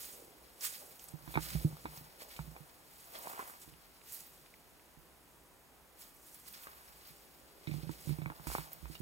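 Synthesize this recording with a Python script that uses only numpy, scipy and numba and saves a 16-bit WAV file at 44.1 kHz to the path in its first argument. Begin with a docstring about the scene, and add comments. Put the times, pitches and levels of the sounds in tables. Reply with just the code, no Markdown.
"""Dry leaves rustle in dense grains under the shoes of a walker in a quiet walled yard.
Soles scuff grit, single leaves tick, and short hard clicks ring, many of them on the knocked pole.
The hand rubs and knocks this pole, which carries a small camera; the pole's low modes
reach mostly the right microphone. Faint background noise, random and shaped, lies under it all."""
import sys
import numpy as np
from scipy import signal
from scipy.fft import rfft, irfft
from scipy.io import wavfile
from scipy.ndimage import uniform_filter1d
from numba import njit

SR = 44100
rng = np.random.default_rng(int(sys.argv[2]) if len(sys.argv) > 2 else 0)


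def transcribe(signal):
    """Save signal, clipped to [-1, 1], as a 16-bit WAV file at the path in sys.argv[1]."""
    frames = np.atleast_2d(signal).T
    limited = np.clip(frames, -1, 1)
    pcm = np.round(limited * 32767).astype(np.int16)
    wavfile.write(sys.argv[1], SR, pcm)


N = 397341
TIME = np.arange(N) / SR  # seconds
PORT_LAG = 14  # samples by which the left microphone hears the ground later
LEFT_ONLY = np.array([[1], [0]])


def undb(db):
    """Turn dB into gain."""
    return 10 ** (np.asarray(db) / 20)


def unit(x):
    """Scale to an rms of 1."""
    return x / np.sqrt(np.mean(x ** 2))


def along(points, hz):
    """Read (frequency [Hz], value) points on a log-frequency axis."""
    f, v = np.transpose(points)
    return np.interp(np.log(hz + 1), np.log(f), v)


def colour(x, points):
    """Filter x by (frequency [Hz], gain [dB]) points."""
    hz = np.arange(N // 2 + 1) * SR / N
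    return irfft(rfft(x) * undb(along(points, hz)), N)


def curves(tables):
    """Read span tables at every sample; the first column, a level, falls silent between spans."""
    rows = []
    for table in tables:
        first, last = table[0], table[-1]
        rows.append((first[0] - .03, -100, *first[2:]))
        rows.extend(table)
        rows.append((last[0] + .03, -100, *last[2:]))
    s, *columns = np.transpose(rows)
    return [np.interp(TIME, s, c) for c in columns]


def pair(x, pan_db, lag):
    """Make two channels whose mean, apart from the lag, is x; the left one is late by lag samples."""
    ratio = undb(pan_db)
    left, right = np.roll(x * ratio, lag), x * np.ones(len(x))
    return np.array([left, right]) * 2 / (1 + ratio)


@njit
def svf(x, hz, width):
    """State-variable band-pass with a moving centre; width is a share of the centre."""
    y, band, low = np.empty(len(x)), 0., 0.
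    for i in range(len(x)):
        g = np.tan(np.pi * hz[i] / SR)
        v = (band + g * (x[i] - low)) / (1 + g * (g + width))
        band, low, y[i] = 2 * v - band, low + 2 * g * v, width * v
    return y


def ring(x, hz, t60):
    """Excite one damped mode, which dies by 60 dB in t60 seconds."""
    pole = np.exp(2j * np.pi * hz / SR - np.log(1000) / (t60 * SR))
    return signal.lfilter([1], [1, -pole], x).imag


def grains(rate, spread_db, tail_s, bed):
    """Envelope of scattered breaks (rate per second), a few much louder, over a steady bed of tiny ones."""
    loudness_db = spread_db * np.minimum(rng.exponential(size=N), 2.5)
    hits = (rng.random(N) < rate / SR) * undb(loudness_db)
    tails = signal.lfilter([1], [1, -np.exp(-1 / (tail_s * SR))], hits)
    return unit(bed + unit(tails))


def swell(s, db, rise_s, fall_s):
    """Power of one swell: up to its peak and down again, both straight in dB, 20 dB in the given times."""
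    # very short or negative times count as 10 ms of rise and 20 ms of fall
    falling, rising = (TIME - s) / max(fall_s, .02), (s - TIME) / max(rise_s, .01)
    return undb(2 * (db - 20 * np.maximum(falling, rising)))


def add(out, s, sound):
    """Mix a stereo sound in at time s."""
    i = int(s * SR)
    out[:, i:i + sound.shape[1]] += sound[:, :N - i]


# Overlapping swells of leaf rustle, several of which may form one crunch: (time of peak [s],
# fine rustle level [dB], swelling by 20 dB [s], dying by 20 dB [s], coarse rustle against fine [dB])
RUSTLE_SWELLS = [(0.048, -48, 5, 0.25, -8), (0.616, -47.5, 0.01, 0.19, -4), (0.65, -36.5, 0.045, .07, -6.5),
                 (0.7, -46.5, 0.11, 0.27, -8), (0.77, -55.5, 0.22, 0.04, -5.5), (0.878, -62, 0.1, .2, -11),
                 (0.996, -58, -0.04, 0.2, -9), (1.043, -57.5, 0.1, .15, -10), (1.083, -56, 0, 0.06, -9.5),
                 (1.327, -54, .15, 0.1, -4.5), (1.429, -44.5, .045, 0.25, -4), (1.541, -49, 0.13, 0.24, -6),
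                 (1.971, -54.5, 0.2, 0.14, -7.5), (2.22, -52, .045, 0.06, -5.5),
                 (2.32, -55.5, .1, 0.32, -3.5), (2.925, -62.5, 0.2, .1, -7), (2.998, -59, 0.1, .5, -7),
                 (3.165, -52, .12, 0.31, -4.5), (3.305, -51.5, 0.15, .17, -12), (3.39, -52, 0.02, 0.2, -23),
                 (3.487, -55, 0.05, .2, -14), (3.617, -54, 0.05, 0.1, -12), (4.09, -54.5, 0.06, .2, -7.5),
                 (4.141, -46.5, 0.08, .12, -11.5), (4.2, -53.5, .2, 0.15, -9.5), (4.36, -66, 0.5, 0.35, -4),
                 (6.016, -53.5, 0.06, .15, -8.5), (6.281, -57.5, 0.15, 0.1, -11),
                 (6.348, -59, 0.15, .2, -13), (6.484, -49, 0.04, 0.03, -9), (6.55, -56, .2, 0.24, -6),
                 (6.635, -56, .15, 0.1, -5), (7.074, -60.5, 0.17, 0.4, -5.5), (7.757, -60, 0.35, 0.6, -0.5),
                 (7.912, -59.5, -0.1, .2, -10), (8.077, -54, .25, 0.23, -5.5),
                 (8.472, -46.5, -0.02, 0.17, -7), (8.546, -46, 0.14, 0.16, -5.5),
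                 (8.72, -56, -0.1, 0.1, -3.5), (8.958, -54, 0.1, -1.24, -3)]
# Faint stirring of leaves under the swells: (time [s], fine rustle level [dB], coarse against fine [dB])
LEAF_STIRRING = [(0, -66, -6), (0.55, -67, -5), (1.2, -66, -8), (1.8, -62.5, -3.5), (2.2, -67.5, -1.5),
                 (2.8, -66, -5), (3.7, -67.5, -2.5), (4.7, -70, -5.5), (5.9, -72.5, -13), (6.8, -62, -5),
                 (7.6, -70, -6.5), (8.3, -66.5, -5.5), (9.01, -62.5, -4)]


def rustle():
    """Levels of the fine rustle and of the coarse one against it: the swells add to the stirring."""
    stir_db, share_db = curves([LEAF_STIRRING])
    fine, coarse = undb(2 * stir_db), undb(2 * (stir_db + share_db))
    for s, db, rise_s, fall_s, coarse_db in RUSTLE_SWELLS:
        power = swell(s, db, rise_s, fall_s)
        fine = fine + power
        coarse = coarse + power * undb(2 * coarse_db)
    return 10 * np.log10(fine), 10 * np.log10(coarse / fine)


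# Bands of the fine rustle, where small pieces crack higher: (centre [Hz], relative level [dB])
FINE_BANDS = [(5200, -4.5), (7500, 4), (10500, 4.5), (14500, 8)]
# Spectrum shape of the coarse rustle: (frequency [Hz], relative level [dB per Hz])
COARSE_SPECTRUM = [(600, -25), (1200, -4.5), (2000, -2), (2800, -6), (3700, -5.5), (4400, -2), (5200, -4),
                   (6500, -16.5), (10000, -23)]


def leaves():
    """Leaf fibres break in dense grains, small pieces in higher bands; loud crunches lie to the right."""
    fine_db, share_db = rustle()
    pan_db = -.25 * np.maximum(fine_db + 65.5, 0)
    together = grains(150., 3.6, 0.0063, 4.6)  # breaks shared by all sizes
    fine = apart = 0
    for hz, db in FINE_BANDS:
        crunch = undb(db) * together * grains(60., 1.6, 0.0098, 2.5)
        centre = np.full(N, 1. * hz)
        fine = fine + svf(svf(crunch * rng.standard_normal(N), centre, 0.71), centre, 0.71)
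        apart = apart + svf(svf(crunch * rng.standard_normal(N), centre, .6), centre, .6)
    crunch = together * grains(76.0, 8.7, 0.015, 2.4)
    coarse, other = (unit(colour(crunch * rng.standard_normal(N), COARSE_SPECTRUM))
                     * undb(fine_db + share_db) for _ in range(2))
    # the treble of the rustle is wider in loud crunches, otherwise nearly the same in both channels
    spread = 0.014 + 0.06 * np.maximum(fine_db + 45, 0)
    wide = spread * unit(apart) * np.array([[1], [-1]])
    treble = undb(fine_db) * (pair(unit(fine), pan_db, lag=0) + wide)
    # the coarse part comes from many places, so only a share of it keeps one direction
    return treble + pair(1.18 * coarse, pan_db, PORT_LAG) + 0.9 * other * LEFT_ONLY


# Spectrum shape of the background noise: (frequency [Hz], relative level [dB per Hz])
BACKGROUND_SPECTRUM = [(15, -57), (25, 10.5), (49, 5), (70, 0), (86, -13), (161, -7.5), (216, -10),
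                       (333, -9), (557, -11), (710, -11.5), (791, -11), (857, -11), (4330, -26.5),
                       (12100, -24), (15800, -28)]
BACKGROUND_DB = -61  # rms of the part common to both channels
# Likeness of the two channels: (frequency [Hz], left-right correlation [0 to 1])
CHANNEL_LIKENESS = [(30, 0.34), (300, 0.64), (1200, 0.55), (2500, 0.012), (5000, 0.018), (6500, 1),
                    (15000, 1)]


def background():
    """Faint background noise, shaped in frequency; above 6 kHz it is nearly the same in both channels."""
    hz = np.arange(N // 2 + 1) * SR / N
    like = np.clip(along(CHANNEL_LIKENESS, hz), 0, .99)
    mid, side = (rfft(rng.standard_normal(N)) * undb(along(BACKGROUND_SPECTRUM, hz)) for _ in range(2))
    side = side * np.sqrt((1 - like) / (1 + like))
    scale = undb(BACKGROUND_DB) / np.sqrt(np.mean(irfft(mid, N) ** 2))
    return scale * irfft([mid + side, mid - side], N) * undb([[-.5], [.5]])


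# Soles dragging over grit: (time of peak [s], level [dB], dying by 20 dB [s], centre [Hz])
SOLE_DRAGS = [(0.18, -59, 0.83, 436), (0.82, -60.5, 0.63, 570), (1.35, -62.5, 0.92, 980),
              (1.58, -57.5, 0.54, 473), (1.95, -58, 0.2, 880), (2.22, -60.5, 0.43, 590),
              (2.56, -63.5, .5, 790), (3.163, -50, 0.11, 656), (3.22, -59.5, 0.48, 900),
              (3.265, -52, 0.28, 800), (3.3, -58, 0.13, 980), (3.34, -55.5, 0.25, 950),
              (3.41, -49.5, 0.17, 1060), (6.69, -62.5, 0.52, 1140), (7.75, -61, 1.53, 420),
              (8.07, -66, -2.26, 422), (8.25, -62, 0.93, 960), (8.5, -63, 0.37, 890),
              (8.59, -54.5, 0.23, 900), (8.75, -59, -0.5, 650)]
SCUFF_RISE = 0.66  # swelling time as a share of the dying time


def scuff():
    """Grit rolls under the sole: grains in one broad hollow resonance that moves with the contact."""
    power, weighted = 1e-12, 1e-12 * 700  # a tiny floor avoids dividing by zero
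    for s, db, fall_s, centre_hz in SOLE_DRAGS:
        drag = swell(s, db, SCUFF_RISE * fall_s, fall_s)
        power, weighted = power + drag, weighted + drag * centre_hz
    hz = weighted / power  # the louder drag pulls the centre towards its own
    layers = []
    for _ in range(2):
        grit = grains(150., 2.0, 0.0057, 1.26) * rng.standard_normal(N)
        layers.append(unit(svf(svf(grit, hz, 1.4), hz, 1.0)))
    near, far = layers
    return np.sqrt(power) * (pair(near, -1.7, PORT_LAG) + .5 * far * LEFT_ONLY)


# Single leaves cracking: (time [s], peak level before panning [dB], pitch [Hz])
LEAF_TICKS = [(0.609, -35.5, 5900), (0.6234, -42, 12700), (0.6504, -36, 13900), (0.994, -45, 6350),
              (0.9945, -51, 3000), (1.041, -38.5, 12700), (1.0853, -41.5, 8490), (1.9752, -42, 5540),
              (3.1667, -45, 3340), (3.1884, -35, 14800), (3.738, -52, 2690), (4.0144, -52, 2590),
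              (4.123, -33, 8500), (4.145, -32, 13400), (4.2055, -40, 7500), (4.4617, -50, 2580),
              (4.5394, -47.5, 2400), (4.795, -56, 2440), (6.0127, -46, 11000), (6.1489, -48, 13600),
              (6.344, -43, 10600), (6.3994, -46, 12000), (6.4844, -42, 11500), (6.5276, -41, 13900),
              (6.6344, -49, 2900), (8.7311, -31, 13500)]


def ticks():
    """A single dry leaf cracks: a quickly dying burst of noise around its pitch."""
    out, t = np.zeros((2, N)), np.arange(int(0.038 * SR)) / SR
    noises = rng.standard_normal((len(LEAF_TICKS), len(t)))
    for (s, db, hz), noise in zip(LEAF_TICKS, noises):
        centre = np.full(len(t), min(hz, 15000.))
        crack = svf(svf(noise * np.exp(-t / 0.0026), centre, 0.53), centre, 0.53)
        add(out, s, np.outer(undb([-3.0, 1.5]), crack / np.abs(crack).max() * undb(db)))
    return out


# Spans of the hand shifting on the pole: (time [s], level [dB])
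GRIP_SPANS = [
    [(1.1, -66.5), (1.572, -48), (1.75, -53), (2.1, -63.5)],
    [(2.39, -50), (2.66, -72.5)],
    [(3.62, -77), (3.714, -59), (3.8, -78.5)],
    [(7.62, -73), (7.96, -65), (8.4, -63), (9.01, -61.5)],
]
# Modes of the pole, for rubs and knocks alike: (frequency [Hz], dying by 60 dB [s])
POLE_MODES = [(60.2, 0.32), (154.3, 0.11), (314, 0.078), (249, 0.039)]
# How the shaken pole reaches the microphones as the hold changes: (time [s], left minus right [dB])
POLE_BALANCE = [(1.4, -23), (1.54, -9), (1.72, -0.5), (2.05, -2), (2.39, -7), (2.62, -15), (3.7, -24),
                (9.01, -22.5)]
POLE_LAG = 30  # samples by which rubs and knocks reach the left microphone later


def grip():
    """Skin slips along the pole and shakes its modes."""
    db = curves(GRIP_SPANS)[0]
    pan_db = np.interp(TIME, *np.transpose(POLE_BALANCE))
    slips = grains(47.0, 1.9, 0.0017, 0.95) * rng.standard_normal(N)
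    mode_db = (6.5, 8.0, -8.0, -9.5)
    body = sum(undb(g_db) * unit(ring(slips, hz, t60)) for (hz, t60), g_db in zip(POLE_MODES, mode_db))
    return pair(unit(body) * undb(db), pan_db, POLE_LAG)


# Knocks on the pole: (time [s], peak level of the second mode [dB], lowest mode against it [dB],
# two upper modes against it [dB])
POLE_KNOCKS = [(1.137, -38.5, -22, -12.5), (1.276, -43, -1, -6.5), (1.361, -29.5, -10, -14),
               (1.375, -41, -16, 8.5), (1.55, -24.5, -2, -27), (1.647, -18.5, -41, -12.5),
               (1.726, -39, -22, -26), (1.852, -51.5, 6, 14), (1.973, -48, -20, -22), (2.009, -51, -23, -5),
               (2.393, -34.5, -4.5, -29), (2.476, -43.5, -2, -25), (2.604, -46, -15, -18),
               (3.676, -56.5, -2, 0), (3.723, -55, -33, -13), (4.972, -54.5, -5, -9),
               (7.105, -55.5, -8, -12), (7.674, -34.5, -30, -9), (7.693, -47, -27, 5.5),
               (7.714, -32.5, -11, -20), (7.741, -34.5, -23, -11), (7.762, -36, -12, -26),
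               (7.781, -46, -12, -3), (7.831, -37.5, -25, -11), (7.869, -38, -10, -23),
               (7.893, -35.5, -9, -2), (8.052, -53, -19.5, 0), (8.072, -33, -25, -15),
               (8.092, -32, -22, -8.5), (8.106, -32.5, -24, -7), (8.12, -31.5, -12, -39),
               (8.186, -36.5, -30, -7), (8.218, -35.5, -29, -17), (8.239, -41.5, -23.5, -27),
               (8.261, -33, -15, -14), (8.303, -43.5, -15, -6), (8.398, -49, -15, -13),
               (8.469, -38, 4.5, -3.5), (8.586, -38.5, -9, -8.5), (8.828, -45.5, 9, -10),
               (8.898, -43, -30, -5.5), (9.002, -36.5, -28, -10)]


def knocks():
    """A soft push of a few milliseconds rings the modes of the pole."""
    out, push = np.zeros((2, N)), np.zeros(int(.3 * SR))
    width = int(0.0023 * SR)
    push[:width] = np.hanning(width)
    modes = [ring(push, hz, t60) for hz, t60 in POLE_MODES]
    for s, db, low_db, upper_db in POLE_KNOCKS:
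        pan_db = np.interp(s, *np.transpose(POLE_BALANCE))
        parts = zip(modes, (low_db, 0, upper_db, upper_db))
        knock = sum(m / m.max() * undb(db + g) for m, g in parts)
        add(out, s, pair(knock, pan_db, POLE_LAG))
    return out


# Short hard clicks ringing near 900 Hz, many of them on the knocked pole, others perhaps twigs:
# (time [s], peak level of the ring before panning [dB], ring [Hz], bright crack against the ring [dB])
HARD_CLICKS = [(1.277, -39, 1065, -9), (1.341, -34.5, 920, -1), (1.355, -24, 1000, -6),
               (1.361, -33, 1590, -6), (1.374, -16.5, 920, -14), (1.555, -38, 587, -5),
               (1.725, -44, 910, -20), (1.769, -43.5, 895, -15), (1.856, -26.5, 955, -16),
               (2.204, -50, 519, 2), (2.22, -40.5, 650, -8), (2.364, -39.5, 3120, -3),
               (2.391, -31, 940, -16), (2.564, -37.5, 760, -10.5), (3.153, -37.5, 3380, -22),
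               (3.257, -37.5, 735, -14), (3.272, -30.5, 750, -19), (3.299, -38, 940, -19),
               (3.334, -37, 958, -21), (3.393, -28, 1040, -33), (3.398, -32, 1120, -33),
               (3.426, -37, 800, -29), (3.498, -37.5, 1180, -21), (6.67, -34, 1270, -17),
               (7.672, -44, 845, 5), (7.713, -46, 860, 4.5), (7.739, -43, 845, -10), (7.893, -36, 940, -17),
               (8.093, -41.5, 980, -4), (8.185, -44, 950, -7), (8.218, -37.5, 950, -10),
               (8.259, -32.5, 940, -3), (8.301, -30.5, 1080, -16), (8.32, -39, 890, -25),
               (8.397, -42.5, 930, -19), (8.47, -30.5, 950, -12.5), (8.501, -32, 825, -19),
               (8.517, -31.5, 1050, -18), (8.551, -20, 870, -19), (8.583, -26, 950, -17),
               (8.856, -37.5, 1010, -15), (8.953, -36, 2900, -17)]
CLICK_T60_S, DULL_RINGS = 0.014, 0.26  # ring at a crack of -12 dB; dB of longer ring per dB of duller crack
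CLICK_PAN_DB, CLICK_LAG = -3, 11  # left minus right; samples by which the left is late


def hard_clicks():
    """A click and a short rattle ring a few damped modes, with a bright crack of noise on top."""
    out, t = np.zeros((2, N)), np.arange(int(.08 * SR)) / SR
    noises = rng.standard_normal((len(HARD_CLICKS), 3, len(t)))
    for (s, db, hz, crack_db), (left_rattle, crack_noise, right_rattle) in zip(HARD_CLICKS, noises):
        t60 = CLICK_T60_S * undb(-DULL_RINGS * (crack_db + 12))
        burst = crack_noise * (np.exp(-t / 0.00027) + 0.16 * np.exp(-t / 0.014))  # sharp start, weak tail
        crack = ring(ring(burst, 2280, 0.0067), 2280, 0.0067)
        crack = crack + 0.81 * ring(ring(burst, 3650, 0.0052), 3930, 0.0023)
        ears = []
        # each microphone gets its own rattle along with the common click
        for rattle in (left_rattle, right_rattle):
            blow = 0.025 * rattle * np.exp(-t / 0.013)
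            blow[:16] += np.hanning(16) / 7  # the click lasts a third of a millisecond
            body = ring(blow, hz, t60)
            body = body + 0.88 * ring(blow, 1.297 * hz, 0.57 * t60)
            body = body + 0.54 * ring(blow, 1.51 * hz, 0.4 * t60)
            body = body + 0.33 * ring(blow, 0.457 * hz, 0.51 * t60)
            body = body - uniform_filter1d(body, size=151)  # takes the bass out
            ears.append(body / np.abs(body).max() + crack / np.abs(crack).max() * undb(crack_db))
        left, right = np.array(ears) * undb(db) * (t < .07)
        balance = undb([[CLICK_PAN_DB / 2], [-CLICK_PAN_DB / 2]])
        add(out, s, np.array([np.roll(left, CLICK_LAG), right]) * balance)
    return out


def scene():
    """All sources at the two microphones."""
    return leaves() + ticks() + scuff() + grip() + knocks() + hard_clicks() + background()


LOW_CUT_HZ, TOP_HZ = 67.8, 15780


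def record(dry):
    """The microphones lose the deepest bass and the recorder cuts the top."""
    thin = signal.sosfilt(signal.butter(3, LOW_CUT_HZ, "high", fs=SR, output="sos"), dry)
    return signal.sosfilt(signal.ellip(10, .2, 75, TOP_HZ, fs=SR, output="sos"), thin)


dry = scene()
out = record(dry)
transcribe(out)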